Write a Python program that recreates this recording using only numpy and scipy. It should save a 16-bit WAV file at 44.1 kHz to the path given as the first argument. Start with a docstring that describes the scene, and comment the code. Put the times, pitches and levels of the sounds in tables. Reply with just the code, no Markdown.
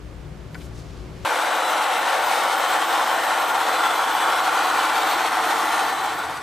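"""Polisher on concrete

An engine hums nearby while a three-pad electric polisher is lifted: a knock, then soft scuffs.
Hard cut to the polisher at work on a slab: the pads rasp and throb as they turn, grit hisses,
and the motor and its fan whine, sagging under load. It fades out into a low workshop rumble."""
import sys
import numpy as np
from scipy import signal
from scipy.fft import rfft, irfft, next_fast_len
from scipy.io import wavfile
from scipy.ndimage import uniform_filter1d, map_coordinates

SR = 44100
rng = np.random.default_rng(int(sys.argv[2]) if len(sys.argv) > 2 else 0)


def unload_wav(signal):
    """Save mono or channel-first audio to the path in sys.argv[1] as 16-bit WAV at rate SR, clipped to [-1, 1]."""
    wavfile.write(
        sys.argv[1],
        SR,
        np.round(np.clip(np.atleast_2d(signal).T, -1, 1) * 32767).astype(np.int16),
    )


N = 283122

CUT_S, FADE_START_S, FADE_S = 1.249, 5.742, 0.95
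PINION_TEETH, FAN_BLADES = 9, 31

# stereo image of all noise but the engine's (frequency [Hz], left-right likeness [0-1])
IMAGE = [(60, 0.84), (180, 0.66), (540, 0.86), (1610, 0.95), (4840, 0.82), (14500, 0.92)]
# colour of the workshop's rumble (frequency [Hz], relative level [dB])
WORKSHOP_SPECTRUM = [(22, -17), (45, -12), (75, 2.5), (150, 2), (230, -6), (500, -11), (1500, -60)]

# the engine's hum tones (frequency [Hz], relative level [dB])
ENGINE_TONES = [(57, -46), (112, -49), (149, -51), (168, -51), (297, -56), (362, -56.5)]
# colour of its rumble (frequency [Hz], relative level [dB])
ENGINE_SPECTRUM = [(15, -30), (28, -12), (42, -23), (60, -4), (165, -13.5), (205, -15), (330, -19),
                   (385, -14), (430, -19), (540, -20), (750, -25), (1200, -28), (3000, -36), (7000, -44.5),
                   (13000, -54)]
# stereo image of its rumble (frequency [Hz], left-right likeness [0-1])
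ENGINE_IMAGE = [(60, 0.88), (370, 0.61), (2330, 0.62), (14500, 0.45)]
# its bass sits to the left (frequency [Hz], left minus right [dB])
ENGINE_PAN = [(40, 9), (120, 4), (300, 4), (1000, -1), (8000, 0)]

# knocks on the housing (time [s], ring level [dB], crack level [dB], treble tilt [dB/octave])
HOUSING_KNOCKS = [(0.5456, -38, -33, 0), (.5522, -31, -50, -11), (.617, -50, -45, 0)]
# the housing's ring (frequency [Hz], relative level [dB], 60 dB decay time [s])
HOUSING_MODES = [(727, -9, 0.054), (1010, -10, 0.064), (1410, -5, .05), (1510, -4.5, 0.07),
                 (1730, -2, .025), (2010, -2, 0.029), (2290, -2, .035), (3870, -16, .04), (4900, -5, .04),
                 (7300, -10, .03)]
# hands on the housing (time [s], half length [s], level [dB], centre [Hz], width [octaves])
HAND_SCUFFS = [(.575, 0.033, -55, 5000, 1.3), (0.616, 0.011, -50, 2900, 0.54),
               (0.64, 0.028, -52.5, 4500, 1), (0.788, 0.032, -52.5, 4800, 0.68),
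               (0.916, 0.14, -57.5, 4100, 0.6), (.94, 0.08, -58, 1140, 0.082),
               (1.232, 0.065, -53.5, 2500, 1.05)]

# the motor's speed rises and sags with the load (time [s], fan blade rate [Hz])
FAN_PITCH = [(1.26, 13491), (2.75, 13770), (3.86, 13900), (4.58, 13620), (5.4, 14080), (6.4, 13550)]
# motor and gear tones (shaft multiple [x], level midway [dB], drift [dB/s], phase blur [rad])
GEAR_TONES = [(0.999, -51, 3, 0.26), (4.004, -45.5, 2.5, 0.59), (6.85, -48.5, -2, 0.57),
              (9.62, -60, -0.5, 0.91), (10.15, -52, 1.5, 0.45), (11.98, -52, 1, 0.47),
              (13.88, -52, 0, 0.69), (18.15, -51.5, 0, 0.73), (22.6, -73, 0, .6)]
# the pinion's whine swells for a while (time [s], boost [dB], half length [s])
PINION_SWELLS = [(1.63, 6.5, 0.25), (3.72, 7, 0.068), (5.92, 8, 0.29)]

# resonances of the pads, slab, slab's edge and shroud (frequency [Hz], width [Hz], relative level [dB])
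PAD_MODES = [(458.6, 36, -11), (491, 34, -12), (652, 102, -8.5), (761, 88, 1.5), (873, 120, 1),
             (1013, 100, -4), (1124, 148, -1.5), (1295, 82, -7.5), (1527, 170, -6.5), (1760, 225, -10.5),
             (2090, 520, -15.5)]
SLAB_MODES = [(235, 75, -11.5), (321.2, 61, 1.5), (364, 43, -5.5)]
EDGE_MODES = [(542, 100, 0)]
SHROUD_MODES = [(1384, 126, 0)]
# the pads lose their grip for a moment (time [s], dip [dB], half length [s])
PAD_SLIPS = [(1.944, -1, 0.01), (2.007, -2, 0.013), (2.567, -2.5, 0.015), (2.874, -4.5, 0.019),
             (3.054, -4, 0.0085), (3.973, -6, 0.0099), (4.418, -3, 0.011), (5.232, -4, 0.01),
             (5.297, -3.5, .025), (5.943, -2, .014)]
# the shroud's ring flares up (time [s], boost [dB], half length [s])
SHROUD_SWELLS = [(3.85, 5.5, 0.12), (4.73, 7, 0.32)]
# colour of the grit's hiss (frequency [Hz], relative level [dB])
GRIT_SPECTRUM = [(1300, -23.5), (1900, -1), (2500, -5), (3100, -3), (3700, -3.5), (3850, -6), (4500, -9),
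                 (4900, -12.5), (6200, -12.5), (6900, -14.5), (8100, -11), (8700, -15.5), (11000, -17),
                 (14400, -29)]
# gritty patches lift the hiss (time [s], boost [dB], half length [s])
GRIT_SWELLS = [(2.36, 1.8, .11), (2.72, 1.6, 0.14), (4.95, 1, 0.43)]


def amp(db):
    """Decibels to gain."""
    return 10 ** (np.asarray(db) / 20)


def unit(x):
    """Scale to rms 1."""
    return x / np.sqrt(np.mean(x ** 2) + 1e-20)


def clock():
    """The time of each sample in seconds."""
    return np.arange(N) / SR


def along(points, hz):
    """Read a curve of (frequency, value) points on a log frequency axis."""
    freqs, values = np.transpose(points)
    return np.interp(np.log(hz + 1), np.log(freqs + 1), values)


def wobble(rate):
    """A smooth random curve with `rate` knots a second."""
    return map_coordinates(rng.standard_normal(int(N * rate / SR) + 4), [clock() * rate])


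def swells(rows):
    """Bell-shaped level rides in dB."""
    return sum(db * np.exp(-((clock() - at) / half) ** 2) for at, db, half in rows)


def ramp(db_at_cut, db_per_s):
    """A steady fader move in dB, counted from the cut."""
    return db_at_cut + db_per_s * (clock() - CUT_S)


def pan(left_db):
    """Left and right gains, the left louder by left_db."""
    return amp(np.outer([.5, -.5], left_db))


def filtered(x, response):
    """EQ x with a gain that is a function of frequency."""
    size = next_fast_len(N + SR // 2)
    return irfft(rfft(x, size) * response(np.fft.rfftfreq(size, 1 / SR)), size)[..., :N]


def spectrum(points):
    """An EQ curve through (frequency, dB) points."""
    return lambda hz: amp(along(points, hz))


def band(centre_hz, octaves):
    """A bell-shaped band-pass curve."""
    return lambda hz: np.exp(-.5 * (np.log2((hz + 1) / centre_hz) / octaves) ** 2)


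def resonances(modes):
    """An EQ curve of steep-sided resonances whose powers add."""
    def peak(hz, centre, width):
        return (hz * width) ** 2 / (.5 * (centre ** 2 - hz ** 2) ** 2 + (hz * width) ** 2)
    return lambda hz: np.sqrt(sum((amp(db) * peak(hz, centre, width)) ** 2 for centre, width, db in modes))


def grains(per_second):
    """Two trains of tiny impacts of random size."""
    hits = rng.random((2, N)) < per_second / SR
    return unit(hits * rng.standard_normal((2, N)))


def spread(pair, colour, image=IMAGE):
    """Colour two unrelated signals and blend them as mid and side into narrow stereo of rms 1."""
    def response(hz):
        angle = np.arccos(np.clip(along(image, hz), -1, 1)) / 2
        return colour(hz) * np.array([np.cos(angle), np.sin(angle)])
    mid, side = filtered(pair, response)
    return unit(np.array([mid + side, mid - side]))


def rush(colour, image=IMAGE):
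    """Coloured stereo noise of rms 1."""
    return spread(rng.standard_normal((2, N)), colour, image)


def workshop(fade):
    """A low bed of rumble creeps up under the polishing and comes forward as fade goes from 0 to 1."""
    gain = np.hypot(amp(ramp(-64.5, db_per_s=1.6)), fade * amp(-42.5))
    return gain * rush(spectrum(WORKSHOP_SPECTRUM))


def engine():
    """An idling engine: unsteady low tones in a slowly growing rumble."""
    t, hum = clock(), 0
    for hz, db in ENGINE_TONES:
        gain = amp(db + 4.5 + 3.2 * wobble(11.76))
        hum += gain * np.sin(2 * np.pi * hz * t + 1.1 * wobble(14.07))
    rumble = amp(-40.5 + 1.5 * t) * rush(spectrum(ENGINE_SPECTRUM), ENGINE_IMAGE)
    return filtered(hum + rumble, lambda hz: pan(along(ENGINE_PAN, hz)))


def handling():
    """The housing clacks and rings as it is lifted, and hands scuff across it."""
    t, out = clock(), np.zeros((2, N))
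    for at, ring_db, crack_db, tilt_db in HOUSING_KNOCKS:
        age = np.maximum(t - at, 0)
        for k, (hz, db, t60) in enumerate(HOUSING_MODES):
            softness_db = tilt_db * max(np.log2(hz / 1500), 0)  # a softer contact spares the high modes
            ring = amp(ring_db + db + softness_db - 60 * age / t60)
            out += (-1) ** k * ring * np.sin(2 * np.pi * hz * age)
        crack = amp(crack_db - 60 * age / 0.017) * (t > at)
        out += crack * rush(band(centre_hz=2190, octaves=0.64))
    for at, half, db, centre_hz, octaves in HAND_SCUFFS:
        stroke = amp(db) * np.exp(-.5 * ((t - at) / half) ** 2)
        out += stroke * spread(grains(4000), band(centre_hz, octaves))
    return out * pan(left_db=2.5)


def fan_hz():
    """The rate at which the fan's blades pass, at each sample."""
    return np.interp(clock(), *np.transpose(FAN_PITCH))


def shaft_angle(hunt_hz):
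    """The motor's angle in radians; uneven drag makes its speed hunt."""
    shaft_hz = fan_hz() / FAN_BLADES + hunt_hz * wobble(28)
    return 2 * np.pi * np.cumsum(shaft_hz) / SR


def motor(shaft):
    """Gear whine and fan whistle locked to the shaft, fluttering and blurred by play in the drive."""
    def tone(multiple, blur, flutter_db):
        carrier = np.sqrt(2) * np.sin(multiple * shaft + blur * wobble(230))
        return carrier * unit(amp(flutter_db * wobble(22)))
    # gear tones swell or wane as the machine slides across the slab
    from_midway_s = clock() - (CUT_S + N / SR) / 2
    gears = sum(amp(db + drift * from_midway_s) * tone(multiple, blur, flutter_db=4)
                for multiple, db, drift, blur in GEAR_TONES)
    pinion = amp(-47 + swells(PINION_SWELLS)) * tone(PINION_TEETH, blur=.25, flutter_db=2.5)
    # the whistle peaks where the blade rate meets the vents' resonance
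    vent_hz, half_width_hz = 13860, 210
    vent_gain = amp(-45.5) / np.hypot(1, (fan_hz() - vent_hz) / half_width_hz)
    whistle = vent_gain * tone(FAN_BLADES, blur=.6, flutter_db=3)
    turbulence = unit(1 + .4 * wobble(500))
    return gears + pinion + whistle * turbulence


def reflections(x, ripple_db):
    """Nearby surfaces favour narrow treble bands, which drift as the machine moves."""
    hz, _, frames = signal.stft(x, SR, nperseg=1024)
    ripple = uniform_filter1d(rng.standard_normal(frames.shape[1:]), size=3, axis=0)  # across frequency
    ripple = uniform_filter1d(ripple, size=30, axis=1)  # across time
    depth_db = ripple_db * np.clip(hz / 2000, 0, 1)[:, None]
    return signal.istft(frames * amp(depth_db * unit(ripple)), nperseg=1024)[1][:, :N]


def grinding(shaft):
    """Diamond grit scrapes the concrete and rings pads, slab and shroud, throbbing as the pads turn."""
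    pad_angle = shaft / 27.3 + .2 * wobble(5)  # geared down to about 16 turns a second
    head_angle = shaft / 62  # about 7 turns a second
    throb_db = .55 * np.sin(pad_angle) + .35 * np.sin(head_angle)
    chatter_db = .45 * np.sin(4 * pad_angle) + .5 * np.sin(5 * pad_angle)  # the pad faces catch
    slip_db = swells(PAD_SLIPS)
    hand_db = 0.24 * wobble(12)  # the hands never press quite evenly
    contact_db = throb_db + chatter_db + slip_db + hand_db
    rasp = amp(-22 + contact_db) * spread(grains(20000), resonances(PAD_MODES))
    # sliding in from the edge, the slab's body grows and the edge's ring recedes
    slab = amp(ramp(-43.5, db_per_s=0.9)) * rush(resonances(SLAB_MODES))
    edge = amp(ramp(-32.5, db_per_s=-2.1) + contact_db) * rush(resonances(EDGE_MODES))
    shroud = amp(-31 + swells(SHROUD_SWELLS) + contact_db) * rush(resonances(SHROUD_MODES))
    # grit comes in clumps, so the hiss flutters on top of the throb
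    clump_db = 0.38 * wobble(15) + 0.89 * wobble(45) + 0.51 * wobble(240)
    hiss_db = -30.5 + swells(GRIT_SWELLS) + 0.78 * throb_db + 0.52 * slip_db + hand_db + clump_db
    hiss = amp(hiss_db) * spread(grains(26000), spectrum(GRIT_SPECTRUM))
    return reflections(rasp + slab + edge + shroud + hiss, ripple_db=1.9)


def scene():
    """Engine and handling cut hard to the running polisher, which crossfades into the workshop."""
    cut = np.clip((clock() - CUT_S) / 0.00049, 0, 1)
    fade = np.clip((clock() - FADE_START_S) / FADE_S, 0, 1)
    shaft = shaft_angle(hunt_hz=0.923)
    polisher = pan(ramp(1.7, db_per_s=-0.18)) * (grinding(shaft) + motor(shaft))
    working = (1 - fade) * polisher + workshop(fade)
    lifting = engine() + handling()
    return (1 - cut) * lifting + cut * working


def record(dry):
    """Master chain: a soft clip rounds the highest peaks, then a brick-wall low-pass trims the top."""
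    ceiling, top_hz = .42, 14450
    rounded = dry / (1 + np.abs(dry / ceiling) ** 12) ** (1 / 12)
    return filtered(rounded, lambda hz: hz < top_hz)


dry = scene()
out = record(dry)
unload_wav(out)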